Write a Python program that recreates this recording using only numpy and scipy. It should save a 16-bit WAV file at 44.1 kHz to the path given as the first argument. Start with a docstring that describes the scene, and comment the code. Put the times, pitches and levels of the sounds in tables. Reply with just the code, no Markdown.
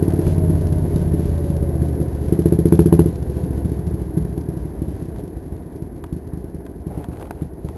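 """A country road, from the saddle: a four-stroke motorcycle coasts, pulls hard once, sinks to idle.
Valve puffs, sharp firings and coasting pops ring the exhaust pipe, which rasps on the strongest peaks.
The engine clatters and ticks, a gear whines, tyres and wind rush, parts rattle on a plank bridge.
A small camera with a low sample rate overloads on the hardest firings."""
import sys
import numpy as np
from scipy import signal
from scipy.fft import rfft, irfft
from scipy.io import wavfile

SR = 44100
rng = np.random.default_rng(int(sys.argv[2]) if len(sys.argv) > 2 else 0)


def master_out(mix):
    """Clip the mix to full scale and print it as 16-bit PCM to the path in sys.argv[1]."""
    frames = np.transpose(np.atleast_2d(mix))
    ceiling = np.clip(frames, -1, 1)
    pcm = np.round(ceiling * 32767).astype(np.int16)
    wavfile.write(sys.argv[1], SR, pcm)


N = 342657
TIME = np.arange(N) / SR

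# engine speed: time_s, cycles_per_s
ENGINE_SPEED = [(0.0, 18.296), (0.3, 17.785), (1.0, 16.963), (1.6, 15.854), (2.28, 14.726), (2.52, 15.283),
                (2.72, 14.66), (3.0, 15.132), (3.2, 14.052), (3.45, 14.437), (4.0, 13.123), (4.5, 12.343),
                (5.0, 11.145), (5.5, 10.275), (6.0, 9.762), (6.5, 9.431), (7.1, 9.086), (7.77, 8.683)]
# throttle pulls: open_s, shut_s, first_firing_db, swell_db_per_s
THROTTLE_PULLS = [(-0.03, 0.2, -10, -2), (2.283, 3.017, -8.5, 13.5)]
# hiss spectrum: freq_hz, level_db
HISS_SPECTRUM = [(600, 7), (2000, -4.5), (4000, -4.5), (5500, -2)]


def exhaust(cycles, uneven_db=2.5, jitter_s=0.0003, echo=0.26, round_trip_s=0.01207, silencer_hz=600):
    """Valve puffs, firings and coasting pops ring the pipe; the silencer absorbs the upper modes."""
    # puffs and their returns: cycle_fraction, signed_strength, width_ms
    valve_puffs = [(0.056, -0.82, 2.32), (0.142, 0.33, 1.78), (0.355, 0.9, 1.905), (0.408, -0.44, 1.5),
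                   (0.536, -0.16, 0.94), (0.768, 0.24, 1.72)]
    # pops while coasting, then the loudest idle firings: time_s, strength_db, base_width_ms
    accents = [(0.276, -21, 0.88), (0.4999, -13.5, 1.28), (0.962, -5.5, 1.75), (1.141, -14.5, 1.26),
               (2.002, -20.5, 0.9), (3.441, -19, 1.6), (3.657, -7.5, 1.74), (3.876, -5, 2.2),
               (4.176, -6.5, 1.7), (4.3782, -18, 1.18), (4.4884, -16.5, 1.46), (4.82, -16, 1.28),
               (5.024, -17.5, 1.57), (5.087, -21.5, 1.47), (5.5246, -22, 1.8), (5.8233, -16, 1.63),
               (6.1277, -16.5, 1.44), (6.3356, -21, 1.63), (6.4428, -25.5, 1.3), (6.8692, -18, 1.5),
               (6.9767, -21, 1.34), (7.088, -22.5, 1.62), (7.4215, -15.5, 1.54), (7.649, -18.5, 1.42)]
    # pipe and silencer modes: base_hz, bandwidth_hz, gain_db
    pipe_modes = [(83.9, 17.3, 8), (129, 18.7, 6), (164.4, 16.4, 13.5), (188.1, 8.4, 13.5),
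                  (219.7, 12.4, 6.5), (257.4, 15, 2.5), (307.2, 12.3, 12.5), (349.3, 36.4, 20),
                  (421.7, 32.8, 21), (523, 16, 20.5), (559.4, 17, 24), (725, 28, -1)]
    flow, pitch = np.zeros(N), pipe_pitch()
    pumping_db = engine_db(cruise_db=-12.5, doubling_db=19.2, throttle_db=-6.5)
    turns = np.arange(int(cycles[-1]) + 1)
    for place, strength, width_ms in valve_puffs:
        times = np.interp(turns + place, cycles, TIME, right=np.inf)
        for s, (louder, later, wider) in zip(times[times < TIME[-1]], rng.standard_normal((200, 3))):
            size = strength * amp(pumping_db[int(s * SR)] + uneven_db * louder)
            add_puff(flow, s + jitter_s * later, size, width_ms * np.exp(0.18 * wider))
    for s, db, base_width_ms in firings(cycles) + accents:
        size, width_ms = amp(db + 1), 0.92 * base_width_ms
        load = min(size, 1)
        choked = np.tanh(size)  # the port chokes on hard firings
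        add_puff(flow, s, choked, width_ms)
        add_puff(flow, s - 0.001, -choked * np.sqrt(load), width_ms=3.13)  # suction as the valve opens
        for trip in (1, 2):  # a steep front runs up and down the pipe
            add_puff(flow, s + trip * round_trip_s / pitch[int(s * SR)], size * load * echo / trip, width_ms)
    ringing = sum(amp(db) * resonate(flow, hz * pitch, width) for hz, width, db in pipe_modes)
    return signal.sosfiltfilt(signal.butter(4, silencer_hz, fs=SR, output="sos"), ringing)


def firings(cycles, base_width_ms=1.19, pull_spread_db=1.75, idle_db=-33, idle_spread_db=3.5):
    """One firing a cycle, strong under throttle, feeble when coasting."""
    at = cycle_samples(cycles, place=0.98)
    pull_scatter, idle_scatter = rng.standard_normal((len(at), 2)).T
    pull = sum(grip(open_s, shut_s)[at] * amp(db + swell * (TIME[at] - open_s))
               for open_s, shut_s, db, swell in THROTTLE_PULLS)
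    idle = amp(idle_db + idle_spread_db * idle_scatter)
    size = np.maximum(pull * amp(pull_spread_db * pull_scatter), idle)
    return [(s, db, base_width_ms) for s, db in zip(TIME[at], 20 * np.log10(size))]


def add_puff(flow, s, size, width_ms):
    """Bell-shaped gas puff: the narrower, the taller."""
    at = np.arange(max(int(s * SR) - 400, 0), min(int(s * SR) + 400, N))
    offset_ms = (at / SR - s) * 1000
    flow[at] += size / width_ms * np.exp(-(offset_ms / width_ms) ** 2)


def pipe_pitch(cold_ratio=0.9506, hot_ratio=1.01, cooling_s=1.07):
    """Hot gas raises the pipe's pitch: it heats at once under throttle and cools slowly."""
    cooling = np.exp(-TIME / cooling_s)
    warmth = np.maximum.accumulate(throttle() / cooling) * cooling
    return cold_ratio + (hot_ratio - cold_ratio) * warmth


def drone(cycles, waver_db=3.3):
    """Gas in the pipe swings five times a cycle: a low hum."""
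    level_db = engine_db(cruise_db=-33.5, doubling_db=35, throttle_db=-3)
    return amp(level_db + waver_db * drift(11)) * np.cos(2 * np.pi * 5 * (cycles - 0.135))


def rasp(pipe, gain_db=-18):
    """Strong pressure peaks tear the gas: the bark hardens as a pull builds."""
    # torn gas at the pipe's mouth: freq_hz, level_db
    rasp_spectrum = [(300, 2), (580, 9.5), (900, -7), (1400, -6), (2200, -13), (5000, -23)]
    peaks = np.clip(pipe, 0, 1) ** 1.76
    return amp(gain_db) * smooth(peaks, decay_s=0.0025) * noise(rasp_spectrum)


def clatter(cycles, throb_db=1):
    """Engine clatter swells twice a cycle, with the crank."""
    # freq_hz, level_db
    clatter_spectrum = [(25, -14.5), (60, 8), (110, -6), (200, -3.5), (330, -1), (420, -3), (500, -15),
                        (650, -29), (1200, -50.5)]
    level_db = engine_db(cruise_db=-28, doubling_db=11.15, throttle_db=-0.78)
    throb = np.cos(4 * np.pi * (cycles - 0.45))
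    return amp(level_db + throb_db * throb) * noise(clatter_spectrum)


def tappets(cycles, hiss_db, gain_db=3, spread_db=9):
    """The valve gear ticks three times a cycle, unevenly."""
    # cycle_fraction, relative_db
    ticks = [(0.022, -12), (.4, 18.5), (.72, 10.5)]
    blows = np.zeros(N)
    for place, db in ticks:
        at = cycle_samples(cycles, place)
        scatter_db = rng.uniform(-spread_db, spread_db, 200)[:len(at)]
        blows[at] += amp(hiss_db[at] + db + scatter_db)
    return amp(gain_db) * decay(blows, decay_s=0.0039) * noise(HISS_SPECTRUM)


def gears(mesh_per_cycle=35.7, waver=0.007, flicker_db=2, roughness=0.37):
    """Whine follows engine speed, roughened by uneven load on the teeth."""
    # whine lines: mesh_ratio, relative_db
    lines = [(0.99, 2.5), (0.75, -5), (0.37, -17)]
    # time_s, level_db
    whine_level = [(0, -45.5), (.45, -36), (.85, -45), (1.55, -37), (2.1, -49.5), (3.3, -41), (4.6, -69),
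                   (7.77, -65)]
    mesh_hz, level_db = mesh_per_cycle * curve(ENGINE_SPEED), curve(whine_level)
    turns = np.cumsum(mesh_hz * (1 + waver * drift(26.4))) / SR
    return sum(amp(level_db + db + flicker_db * drift(7)) * (1 + roughness * drift(50))
               * np.sin(2 * np.pi * ratio * turns) for ratio, db in lines)


def bridge(ring_db=-22, crack_db=-4, crack_s=0.0022, flutter_db=2.5, jolts_per_s=90):
    """Tyres drum and the frame thuds over each bump; jolts make loose parts crack and ring."""
    # rough ground and planks: centre_s, half_length_s, drum_db, rattle_db, thud_db
    bumps = [(4.952, 0.13, -52, -61, -35.5), (5.191, 0.033, -42, -57, -33.5), (6.969, 0.089, -38, -60, -37),
             (7.206, 0.099, -41.5, -48, -36.5), (7.395, 0.057, -39.5, -55, -43),
             (7.752, 0.15, -44, -63, -36.5)]
    # loose parts and planks: start_s, level_db, t60_s
    knocks = [(0.268, -27.5, 0.04), (5.161, -32, 0.04), (6.0403, -24.5, 0.038), (6.665, -31.5, 0.045),
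              (7.0426, -28, 0.088), (7.227, -33, 0.05), (7.3088, -19, 0.025), (7.6877, -32.5, 0.047)]
    # pitch_hz, level_db
    knock_modes = [(690, 14), (952, 11), (1120, -20), (1380, -26), (1560, -21), (2000, -24), (4400, -18)]
    # freq_hz, level_db
    crack_spectrum = [(300, -23), (700, 8.5), (1300, 6), (2200, -3.5), (3500, -9.5), (5500, -14)]
    # tyres on planks: freq_hz, level_db
    drum_spectrum = [(200, 7), (450, 17), (850, 11), (1100, -4), (2100, -10.5), (5000, -41)]
    # frame on its springs: freq_hz, level_db
    thud_spectrum = [(30, -20), (60, 4), (90, 10.5), (130, 3.5), (250, -37)]
    drumming, shaking, thudding = sum(np.outer(amp(levels_db), np.exp(-((TIME - s) / half_s) ** 2))
                                      for s, half_s, *levels_db in bumps)
    t, crack = TIME[:SR // 5], noise(crack_spectrum)
    jolts = (rng.random(N) < jolts_per_s / SR) * rng.random(N)
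    out = shaking * unit(decay(jolts, decay_s=0.0029)) * crack
    out += drumming * amp(flutter_db * drift(45)) * noise(drum_spectrum)
    out += thudding * noise(thud_spectrum)
    for s, db, t60_s in knocks:
        detune = 1 + 0.029 * rng.standard_normal()  # each jolt strikes a different spot
        ring = sum(amp(mode_db - 60 * t / t60_s) * np.sin(2 * np.pi * (hz * detune * t + rng.random()))
                   for hz, mode_db in knock_modes)
        burst = crack[int(s * SR):][:len(t)]
        add(out, s, amp(db + ring_db) * ring)
        add(out, s, amp(db + crack_db) * burst * np.exp(-t[:len(burst)] / crack_s))
    return out


def rush(hiss_db, flutter_db=1):
    """Tyres rush on the road; a faint high hiss follows engine speed and throttle."""
    # freq_hz, level_db
    road_spectrum = [(200, -4), (500, 1), (600, 1), (690, 5), (790, -3), (980, -5), (1330, -18),
                     (1520, -12), (2000, -18), (2500, -28), (5000, -105)]
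    road_db = engine_db(cruise_db=-41, doubling_db=9.3, throttle_db=0.95)
    tyres = amp(road_db + flutter_db * drift(32)) * noise(road_spectrum)
    return tyres + amp(hiss_db) * noise(HISS_SPECTRUM)


def wind(gust_db=3):
    """Air buffets the microphone, fading as the bike slows."""
    # freq_hz, level_db
    buffet_spectrum = [(20, -7), (33, 0), (52, 8), (90, -5.5), (200, -39)]
    level_db = engine_db(cruise_db=-36.5, doubling_db=21.3, throttle_db=-5)
    return amp(level_db + gust_db * drift(6.5)) * noise(buffet_spectrum)


def fizz(pipe, gain_db=-32, grit_db=3):
    """A gritty fizz rises and falls with each loud pulse."""
    slope = abs(np.gradient(pipe)) * SR / (2 * np.pi * 300)
    envelope = smooth(slope ** 0.67, decay_s=0.0012)
    return amp(gain_db + grit_db * drift(390)) * envelope * noise(HISS_SPECTRUM)


def grip(open_s, shut_s, rise_s=0.036, fall_s=0.057):
    """One throttle twist, 0-1: open, hold, shut."""
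    return np.clip(np.minimum((TIME - open_s) / rise_s, 1 - (TIME - shut_s) / fall_s), 0, 1)


def throttle():
    """Throttle opening, 0-1."""
    return sum(grip(open_s, shut_s) for open_s, shut_s, _, _ in THROTTLE_PULLS)


def engine_db(cruise_db, doubling_db, throttle_db, cruise_cycles_per_s=15):
    """Level that follows engine speed and throttle."""
    doublings = np.log2(curve(ENGINE_SPEED) / cruise_cycles_per_s)
    return cruise_db + doubling_db * doublings + throttle_db * throttle()


def cycle_samples(cycles, place):
    """Samples where the engine cycle passes place, 0-1."""
    return np.flatnonzero(np.diff(np.floor(cycles - place)))


def amp(db):
    return 10 ** (np.asarray(db) / 20)


def unit(x):
    return x / np.sqrt(np.mean(x ** 2) + 1e-20)


def curve(rows):
    return np.interp(TIME, *np.transpose(rows))


def add(mix, start_s, sound):
    part = mix[max(round(start_s * SR), 0):][:len(sound)]
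    part += sound[:len(part)]


def decay(x, decay_s):
    """Exponential tail on every sample."""
    return signal.lfilter([1], [1, -np.exp(-1 / (decay_s * SR))], x)


def smooth(x, decay_s):
    """One-pole low-pass, gain 1."""
    return (1 - np.exp(-1 / (decay_s * SR))) * decay(x, decay_s)


def noise(spectrum):
    """Shaped noise, rms 1."""
    hz, db = np.transpose(spectrum)
    gain = amp(np.interp(np.log(np.fft.rfftfreq(N, 1 / SR) + 1), np.log(hz), db))
    return unit(irfft(rfft(rng.standard_normal(N)) * gain, N))


def drift(rate_hz):
    """Random wander, rms 1."""
    gain = np.exp(-(np.fft.rfftfreq(N, 1 / SR) / rate_hz) ** 2)
    return unit(irfft(rfft(rng.standard_normal(N)) * gain, N))


def resonate(x, hz, width_hz):
    """Resonance of gain 1 that follows the curve hz."""
    turn = np.exp(2j * np.pi * np.cumsum(hz) / SR)
    pole = np.exp(-np.pi * width_hz / SR)
    return 2 * (turn * signal.lfilter([1 - pole], [1, -pole], x / turn + 1e-18)).real


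def scene():
    """The crank times the exhaust, clatter and valve gear."""
    cycles = np.cumsum(curve(ENGINE_SPEED)) / SR - 0.5
    hiss_db = engine_db(cruise_db=-65, doubling_db=14.7, throttle_db=5.7)
    pipe = exhaust(cycles)
    mix = pipe + drone(cycles) + fizz(pipe) + rasp(pipe) + clatter(cycles)
    return (mix + rush(hiss_db) + tappets(cycles, hiss_db) + gears() + wind() + bridge())[None]


def record(dry, low_cut_hz=43, hold_samples=4, high_cut_hz=12900):
    """The camera cuts deep bass, clips and holds each slow sample: bass mirrors as sizzle near 11 kHz."""
    thin = signal.sosfilt(signal.butter(2, low_cut_hz, "high", fs=SR, output="sos"), dry)
    slow = signal.resample_poly(thin, 1, hold_samples, axis=1, window=("kaiser", 5))
    held = np.repeat(np.clip(slow, -1, 1), hold_samples, axis=1)[:, :N]
    low_pass = signal.firwin(255, high_cut_hz, window=("kaiser", 7), fs=SR)
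    return signal.oaconvolve(held, low_pass[None], "same")


dry = scene()
out = record(dry)
master_out(out)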